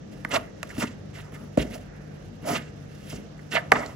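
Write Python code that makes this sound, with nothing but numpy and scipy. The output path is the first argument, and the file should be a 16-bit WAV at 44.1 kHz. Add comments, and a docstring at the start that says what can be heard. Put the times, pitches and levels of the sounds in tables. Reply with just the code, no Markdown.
"""A metal spoon stirs dry flour in a plastic bowl, close under a phone in a small kitchen.
From the start a low room rumble, airy room noise and a wavering mains hum run under soft hisses of sliding flour.
Knocks begin at 0.14 s: a blow and one quick bounce ring the parts of the bowl and add a crack of noise.
Scrapes come in bursts from 0.29 s to the end: flour grains grind under the spoon's edge, ring the bowl and hiss.
A short, dull echo follows the sounds of the bowl."""
import sys
import numpy as np
from scipy import signal
from scipy.fft import rfft, irfft
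from scipy.io import wavfile
from scipy.ndimage import uniform_filter1d

SR = 44100
rng = np.random.default_rng(int(sys.argv[2]) if len(sys.argv) > 2 else 0)


def log_audio(samples):
    """Write samples as a 16-bit WAV file to the path given in sys.argv[1]."""
    # one column per channel
    frames = np.atleast_2d(samples).T
    # limit to full scale, then quantise
    limited = np.clip(frames, -1, 1)
    pcm = np.round(limited * 32767).astype(np.int16)
    wavfile.write(sys.argv[1], SR, pcm)


N = 174195  # length of the scene [samples]


def undb(db):
    """Turn decibels into a plain amplitude factor."""
    return 10 ** (np.asarray(db) / 20)


def unit(x):
    """Scale a sound to an rms of 1."""
    return x / np.sqrt(np.mean(x ** 2))


def over_hz(table, outside=None):
    """Read a (frequency [Hz], value) table at every frequency bin, along a log scale of pitch."""
    hz, value = np.array(table).T
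    bins_hz = np.fft.rfftfreq(N, 1 / SR)
    return np.interp(np.log(bins_hz + 1), np.log(hz + 1), value, outside, outside)


def colour(x, table):
    """Filter a sound by a (frequency [Hz], level [dB]) table, silent outside it."""
    return irfft(rfft(x) * undb(over_hz(table, outside=-200)), N)


def walk(rate):
    """Wander through random levels, `rate` new ones a second, smoothed twice; spread near 1."""
    hold = int(SR / rate)
    steps = np.repeat(rng.standard_normal(N // hold + 1), hold)
    smooth = uniform_filter1d(uniform_filter1d(steps, hold), hold)
    return 1.5 * smooth[:N]


RISE_CYCLES = 0.47  # a mode swells over about this many of its own cycles


def ring(x, modes):
    """Let a force set off decaying tones (modes) of a solid part; white noise keeps its rms."""
    t = np.arange(SR // 2) / SR
    response = np.zeros(len(t))
    for k, (hz, db, t60) in enumerate(modes):
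        swell = 1 - np.exp(-(t * hz / RISE_CYCLES) ** 2)
        decay = 1000. ** (-t / t60)  # 60 dB down after t60 seconds
        response += (-1) ** k * undb(db) * np.sin(2 * np.pi * hz * t) * decay * swell
    return signal.fftconvolve(x, response / np.sqrt(np.sum(response ** 2)))[:N]


# grains per second, and how strongly their random size spreads their level [dB]
GRAINS_PER_S, GRAIN_SPREAD_DB = 6000, 1.8
# how often a new strength of catch-and-slip is drawn, and how far it swings the level [dB]
CATCH_PER_S, CATCH_DB = 110, 2.3


def grains():
    """Make dense clicks, one per flour grain of uneven size; the edge catches and slips."""
    hit = rng.random(N) < GRAINS_PER_S / SR
    size = rng.exponential(size=N)
    sign = np.sign(rng.standard_normal(N))
    return unit(hit * sign * undb(GRAIN_SPREAD_DB * size + CATCH_DB * walk(CATCH_PER_S)))


# colour of the low room rumble: (frequency [Hz], relative level [dB per Hz])
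RUMBLE = [(15, -50), (25, -35), (49, -9), (75, -8), (145, -5.5), (178, -7), (345, -15.5), (367, -18),
          (484, -15.5), (746, -23.5), (1000, -32), (1300, -34), (2200, -120)]
# colour of the airy room noise: (frequency [Hz], relative level [dB per Hz])
AIR_NOISE = [(530, -26), (900, -17), (1070, -12), (1160, 3), (1730, 5), (2270, -3), (6120, -9.5),
             (8600, -34.5), (11200, -52), (18900, -120)]
# balance of the room noise between the phone's two mic ports: (frequency [Hz], left minus right [dB])
ROOM_BALANCE = [(60, 3.5), (110, 1), (200, 3), (380, 2), (700, -2.5), (1290, -1), (2380, -8.5),
                (4400, -4.5), (8120, -26.5), (15000, 30)]
RUMBLE_DB, AIR_DB = -44.5, -60  # rms level of the two sides averaged [dB]
ALIKE_BELOW_HZ = 375  # the two sides grow alike below this
ROOM_FLICKER_DB = 1.


def room(spectrum, level_db):
    """Noise in gently flickering octaves; its two sides share more of it towards the bass."""
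    hz = np.fft.rfftfreq(N, 1 / SR)
    apart = np.clip(hz / ALIKE_BELOW_HZ, .1, 1) ** 1.17
    shape = undb(over_hz(spectrum, outside=-200))
    mid, side = (rfft(rng.standard_normal(N)) * shape for _ in range(2))
    left_right = mid + apart * side * np.array([[1], [-1]])
    left_right = left_right * undb(np.outer([.5, -.5], over_hz(ROOM_BALANCE)))
    out = 0
    for low_hz in 20 * 2 ** np.arange(10):
        octave = irfft(left_right * ((hz >= low_hz) & (hz < 2 * low_hz)), N)
        out = out + octave * undb(ROOM_FLICKER_DB * walk(11.0))
    return out / np.sqrt(np.mean(out.mean(axis=0) ** 2)) * undb(level_db)


# tones of the humming appliance: (multiple of the mains frequency, middle level [dB])
HUM_TONES = [(1, -55), (2, -51), (3, -46.5), (4, -50), (5, -76), (6, -57)]
MAINS_HZ, HUM_WAVER_DB = 50.25, 2.5  # middle pitch; typical swing of each tone's level


def hum():
    """An appliance hums at multiples of the mains; pitch and levels waver."""
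    mains_hz = MAINS_HZ * (1 + 0.0091 * walk(3.4))
    turn = 2 * np.pi * np.cumsum(mains_hz) / SR
    return sum(undb(db + HUM_WAVER_DB * walk(4.5)) * np.sin(k * turn + k) for k, db in HUM_TONES)


# colours of grinding flour, coarse to fine: (frequency [Hz], relative level [dB per Hz])
COARSE_GRIT = [(1100, -22), (1500, -9), (2150, -3.5), (2400, -7), (2600, -5), (2760, 0.5), (2950, -5),
               (3620, -9), (4500, -17), (5850, -33), (9900, -120)]
FINE_GRIT = [(2650, -45), (4500, -0.5), (5080, 2.5), (7780, 0.5), (8350, -2.5), (8600, -54), (11200, -48),
             (18900, -120)]
FLOUR_DUST = [(5060, -48), (8600, -38), (9050, -2), (10300, 3), (12200, -1), (13300, -22), (14800, -2),
              (16300, -13)]
# loose flour sliding off the spoon: (time [s], level of its dust hiss [dB])
SLIDES = [(0.0, -93), (0.15, -71.5), (0.31, -72), (0.43, -98), (0.66, -69.5), (0.78, -60), (0.9, -80),
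          (1.12, -79), (1.26, -87), (1.73, -66), (1.9, -82), (2.07, -78.5), (2.3, -77), (2.5, -82),
          (2.65, -86), (2.88, -74.5), (3.04, -69.5), (3.19, -89), (3.45, -72.5), (3.54, -84), (3.68, -72),
          (3.95, -71)]
SWISH_FINE_GRIT_DB, SWISH_COARSE_GRIT_DB = 4, 8.5  # above the dust hiss


def swish():
    """Loose flour slides softly: one stream of grains makes dust hiss and two sizes of grit."""
    s, db = np.array(SLIDES).T
    force = grains()
    hiss = unit(colour(force, FLOUR_DUST))
    hiss = hiss + undb(SWISH_FINE_GRIT_DB) * unit(colour(force, FINE_GRIT))
    hiss = hiss + undb(SWISH_COARSE_GRIT_DB) * unit(colour(force, COARSE_GRIT))
    return hiss * undb(np.interp(np.arange(N) / SR, s, db))


# ringing tones of table, bowl and spoon: (frequency [Hz], relative level [dB], time to fall 60 dB [s])
TABLE_THUMP = [(58, 0, .35), (100, -12, .15)]
BOWL_BELLY = [(152, 3, 0.031), (233, 0, 0.038), (304, 1.2, 0.028)]
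BOWL_FOOT = [(379, 2.5, 0.02), (429.6, -2.5, 0.043)]
BOWL_WALL = [(551, 1, 0.016), (628, 0.5, 0.024), (710, -2.5, 0.021)]
UPPER_WALL = [(948, 21.8, 0.0086), (1141, 6.3, 0.053), (1234, 14.7, 0.024), (1422, 6.2, 0.042)]
BOWL_RIM = [(1502, -1, 0.024), (1736, 2, 0.017), (1973, 10, 0.0089), (2203, 3.5, 0.0087)]
SPOON_METAL = [(3920, -6, .012), (4300, 0, .012), (5330, -8, .012), (6250, -8, .012), (7250, -5, .012)]
# colour of the noisy crack: (frequency [Hz], relative level [dB per Hz])
CRACK_COLOUR = [(1350, -20), (2300, -5), (2800, -9), (3460, -20.5), (5300, -17.5), (8530, -20.5),
                (12600, -27), (16300, -51)]
# spoon knocks: (time [s], strength before the shared gain [dB], wall pitch ratio, bounce against first blow [dB],
# then levels against the strength [dB]: table thump, belly, foot, wall, upper wall, rim, spoon, crack)
KNOCK_LIST = [(0.139, -51, 1.01, -12.5, -9, 7, -12, -15, -9, -10, -29, -27),
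              (0.2487, -15, 1.01, -27, -33, -16, -44, -23, -12, -6, -55, -20),
              (.630, -18.5, .97, -20, -19, -39, -34, -14, -11.5, -32, -28, -11),
              (.767, -31, 1.05, -20, -22, -25, -23, -16, -11, -16, -30, -17),
              (0.779, -20, 1.01, -5, -29, 0.5, -20, -18, -31, -32, -36, -30),
              (1.574, -4.5, .9, -28, -12.5, -3, -42, -5.5, -28.5, -32, -61, -30),
              (3.128, -29.5, 1.01, -19, -0.5, 2, -29, -4, -18, -22, -24, -17),
              (3.392, -41, 1.01, -7, -19, -6, -28, -16, -10, -3.5, -42, -24),
              (3.719, 3, 1.12, -10, -48, -36, -18, -12.5, -10.5, -8.5, -50, -22),
              (3.756, -16, 1.01, -16, -27, -27, -22, -11, -6, -20, -35, -42),
              (3.862, -27.5, 1.01, -17, -6, -20, -15, -22, -29, -35, -10.5, -22)]
KNOCK_GAIN_DB = -7.5  # shared by all knocks
CRACK_T60_S, BOUNCE_AFTER_S = 0.013, 0.0056


def knocks():
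    """Each knock, with one quick bounce, rings the bowl and cracks; flour on the wall bends its pitch."""
    out = np.zeros(N + SR)
    crack = unit(colour(rng.standard_normal(N), CRACK_COLOUR))
    fade = 1000. ** (-np.arange(2000) / SR / CRACK_T60_S)
    fade = fade / np.sqrt(np.sum(fade ** 2))
    for s, strength_db, bend, bounce_db, *parts_db, crack_db in KNOCK_LIST:
        at = int(s * SR)
        blow = np.zeros(int(BOUNCE_AFTER_S * SR) + 1)
        blow[[0, -1]] = 1, -undb(bounce_db)
        # the first blow holds as much energy as 10 ms of sound at that level
        blow = blow * undb(strength_db + KNOCK_GAIN_DB) * np.sqrt(SR / 100)
        wall = [(hz * bend, db, t60) for hz, db, t60 in BOWL_WALL]
        parts = (TABLE_THUMP, BOWL_BELLY, BOWL_FOOT, wall, UPPER_WALL, BOWL_RIM, SPOON_METAL)
        sound = sum(undb(db) * ring(blow, part) for db, part in zip(parts_db, parts))
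        out[at:at + len(sound)] += sound
        puff = np.convolve(np.abs(blow), fade)
        out[at:at + len(puff)] += undb(crack_db) * puff * crack[at:at + len(puff)]
    return out[:N]


# one list per scrape of the spoon: (time [s], then levels [dB]: coarse grit, bowl belly and foot, wall,
# upper wall, rim, fine grit, dust)
SCRAPE_LIST = [
    [(0.29, -81, -64, -66, -52, -63, -73, -52), (0.305, -57, -41, -48, -50, -50, -58, -62),
     (0.311, -38, -40, -43, -41, -42, -50, -57), (0.342, -32.5, -35.5, -30.5, -29.5, -39, -35, -43.5),
     (0.364, -26.5, -48, -24.5, -31.5, -27, -38, -44), (0.378, -47, -32, -38, -41, -49, -54, -55),
     (0.392, -52, -65, -85, -71, -58, -62, -65), (0.43, -59, -66, -68, -62, -54, -65, -71)],
    [(0.69, -62, -61, -59.5, -57, -39, -56, -74), (0.696, -63, -57, -59, -58, -52, -55, -76),
     (0.702, -64, -63, -58, -47, -41.5, -57, -78), (0.712, -73, -63, -62, -60, -42, -58, -79),
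     (0.725, -67, -51, -63, -55, -73, -75, -81)],
    [(0.779, -43, -50, -50, -56, -50, -47, -55), (0.79, -45, -31, -40, -53, -50, -44, -47),
     (0.804, -38.5, -46, -52, -38, -50, -43, -46), (0.826, -36.5, -27, -27, -37.5, -30.5, -34.5, -41.5),
     (0.838, -37, -26, -38, -29, -47, -39.5, -51), (0.852, -48, -69, -60, -53, -43, -53, -58),
     (0.87, -50.5, -63, -76, -62, -53, -55.5, -70)],
    [(1.13, -61, -63, -61, -68, -68, -77, -81), (1.146, -53, -61, -71, -50, -60, -60, -65),
     (1.172, -48.5, -54, -51, -55, -47, -56.5, -64), (1.196, -49.5, -43, -65, -53, -45, -60, -63),
     (1.212, -49, -61, -68, -65, -55, -60, -63), (1.226, -60, -57, -61, -59, -66, -65, -69),
     (1.24, -61, -64, -70, -58, -59, -65, -73)],
    [(1.32, -51, -58, -44.5, -52, -55, -67, -67), (1.328, -61, -39, -56, -62, -59, -72, -72),
     (1.338, -54, -63, -63, -54, -52.5, -62, -65), (1.362, -52, -42, -71, -53, -49, -62, -62),
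     (1.368, -64, -63, -58, -58, -64, -66, -68), (1.388, -64, -65, -68, -62, -74, -71, -70),
     (1.4, -64, -44.5, -59, -54, -64, -68, -67)],
    [(1.575, -52, -50, -53, -43, -49, -52, -57), (1.585, -34, -46, -41, -46, -54, -51, -52),
     (1.593, -39, -20.5, -31, -50, -34, -45, -54), (1.601, -36, -31, -53, -51, -54, -47.5, -50),
     (1.627, -35, -35, -53, -49, -55, -44.5, -52), (1.641, -60, -38, -52, -56, -57, -64, -69),
     (1.68, -72, -41.5, -50, -62, -56, -66, -77)],
    [(1.7, -75, -43, -61, -63, -67, -65, -70), (1.728, -44.5, -57, -56, -66, -61, -62, -60),
     (1.744, -45.5, -61, -61, -53, -69, -50.5, -51), (1.76, -45, -57, -37, -51, -63, -53, -58),
     (1.772, -71, -61, -74, -61, -67, -71, -69), (1.78, -69, -70, -54, -68, -70, -71, -72)],
    [(2.42, -64, -41, -61, -71, -63, -74, -68), (2.448, -55, -41, -45, -51, -51, -60, -66),
     (2.478, -42, -35, -32, -40, -48, -45, -48), (2.508, -41, -28.5, -37.5, -31, -37, -41.5, -43.5),
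     (2.544, -40.5, -34.5, -37.5, -38, -42, -41.5, -44.5), (2.564, -31.5, -37, -38, -39, -44, -43, -46.5),
     (2.602, -53, -42.5, -67, -70, -51.5, -59, -63), (2.63, -56, -57, -65, -69, -56, -60.5, -70.5)],
    [(3.05, -66, -45, -70, -76, -66, -68, -66), (3.086, -54.5, -64, -70, -61, -73, -59, -61),
     (3.104, -46.5, -59, -74, -64, -59, -47, -57), (3.126, -49, -50, -48.5, -49, -60, -54, -56),
     (3.138, -54, -38, -54, -61, -57, -57, -65), (3.15, -48.5, -49.5, -57, -57, -74, -47.5, -55.5),
     (3.2, -60.5, -42, -58, -71, -64, -66, -71)],
    [(3.5, -75, -51, -57, -75, -77, -71, -75), (3.52, -35.5, -40, -43, -45, -44, -41, -54.5),
     (3.548, -36, -39, -33.5, -39.5, -32, -43.5, -48), (3.555, -25.5, -47, -33, -36, -23, -44, -50),
     (3.566, -28, -50, -28, -26.5, -21.5, -45, -54), (3.586, -34, -69, -36.5, -43, -33.5, -56, -59),
     (3.602, -55, -56, -58, -65, -49, -62, -64), (3.62, -57, -46, -46, -52, -65, -68, -76)],
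    [(3.732, -44, -14, -20, -29, -36, -47, -69.5), (3.738, -44, -38, -37, -27, -53, -48, -54),
     (3.746, -48, -30.5, -36, -36, -35, -49, -61), (3.76, -37.5, -27.5, -41, -24.5, -28.5, -52, -64),
     (3.778, -52, -41, -37.5, -39, -40.5, -53, -62), (3.836, -50.5, -45.5, -40, -40, -38.5, -58, -63),
     (3.852, -55, -44, -45, -44.5, -50, -56, -63)],
]
FADE_S, FADE_DB = 0.084, -12.5  # how long a scrape fades past its last point, and by how much


def scrapes():
    """Grains under the spoon's edge ring each part of the bowl and hiss as grit and dust."""
    t = np.arange(N) / SR
    level = np.zeros((7, N))
    for rows in SCRAPE_LIST:
        s, *parts_db = np.array(rows).T
        s_faded = np.r_[s, s[-1] + FADE_S]
        for k, db in enumerate(parts_db):
            db_faded = np.r_[db, db[-1] + FADE_DB]
            level[k] += undb(np.interp(t, s_faded, db_faded, -200, -200))
    level = uniform_filter1d(level, size=200)  # soften the corners over 200 samples
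    parts = (BOWL_BELLY + BOWL_FOOT, BOWL_WALL, UPPER_WALL, BOWL_RIM)
    body = sum(ring(grains() * lv, part) for lv, part in zip(level[1:5], parts))
    colours = (COARSE_GRIT, FINE_GRIT, FLOUR_DUST)
    hiss = sum(lv * unit(colour(grains(), c)) for lv, c in zip(level[[0, 5, 6]], colours))
    return body + hiss


ECHO_T60_S, ECHO_DULL_HZ = .38, 1540  # fall by 60 dB; the echo loses treble above this


def echo(near):
    """The kitchen answers with a dull, fading wash of noise, alike on both sides in the bass."""
    t = np.arange(SR // 2) / SR
    tail = rng.standard_normal((2, len(t))) * 1000. ** (-t / ECHO_T60_S) * (t > .004)
    tail = signal.lfilter(*signal.butter(1, ECHO_DULL_HZ, fs=SR), tail)
    # the right side differs from the left only in what passes this high-pass
    difference = signal.lfilter(*signal.butter(2, ALIKE_BELOW_HZ, "high", fs=SR), tail - tail[0])
    tail = tail[0] + difference
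    return signal.fftconvolve(near[None], tail / np.sqrt(np.sum(tail ** 2) / 2), axes=1)[:, :N]


# balance of the near sound between the two mic ports: (frequency [Hz], left minus right [dB])
PORT_BALANCE = [(60, 0), (110, 1), (200, 0.0), (380, 2), (700, -5), (1290, -1.5), (2380, -8.5), (4400, -8),
                (8120, -1.5), (15000, 1.5)]
# timing between the two mic ports: (frequency [Hz], phase by which left leads [radians])
PORT_LEAD = [(0, 0), (300, -.6), (700, -1.6), (950, -1.4), (1200, 1.5), (1810, -1.3), (2840, -1.2),
             (6460, -1.), (8270, -2.6), (9560, -2.2), (10400, -1.), (12100, .6), (12700, 1.8), (16400, 1.6)]


def mic_ports(near):
    """The near sound reaches the phone's two ports with unequal level and phase at each frequency."""
    balance = undb(np.outer([.5, -.5], over_hz(PORT_BALANCE)))
    ports = balance * np.exp(1j * np.outer([1, 0], over_hz(PORT_LEAD)))
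    ports = ports / np.maximum(np.abs(ports.mean(axis=0)), .6)  # even out the average, within limits
    return irfft(rfft(near) * ports, N)


WIDE_DB, ECHO_DB = -15, -20.5  # gain of the spread-out grains and of the echo


def scene():
    """Mix the bowl's sounds, their spread and echo over the room and hum."""
    background = room(RUMBLE, RUMBLE_DB) + room(AIR_NOISE, AIR_DB) + hum()
    near = swish() + knocks() + scrapes()
    # grains across the bowl reach the two ports differently: fresh grains, opposite on the two sides
    wide = undb(WIDE_DB) * (swish() + scrapes()) * np.array([[1], [-1]])
    return mic_ports(near) + wide + undb(ECHO_DB) * echo(near) + background


BASS_CUT_HZ, TOP_HZ = 32, 16200


def record(dry):
    """The phone thins the lowest bass, cuts the top and clips at full scale."""
    thin_filter = signal.butter(2, BASS_CUT_HZ, "high", fs=SR, output="sos")
    top_filter = signal.ellip(8, .2, 70, TOP_HZ, fs=SR, output="sos")
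    thin = signal.sosfilt(thin_filter, dry)
    return np.clip(signal.sosfilt(top_filter, thin), -1, 1)


dry = scene()
out = record(dry)
log_audio(out)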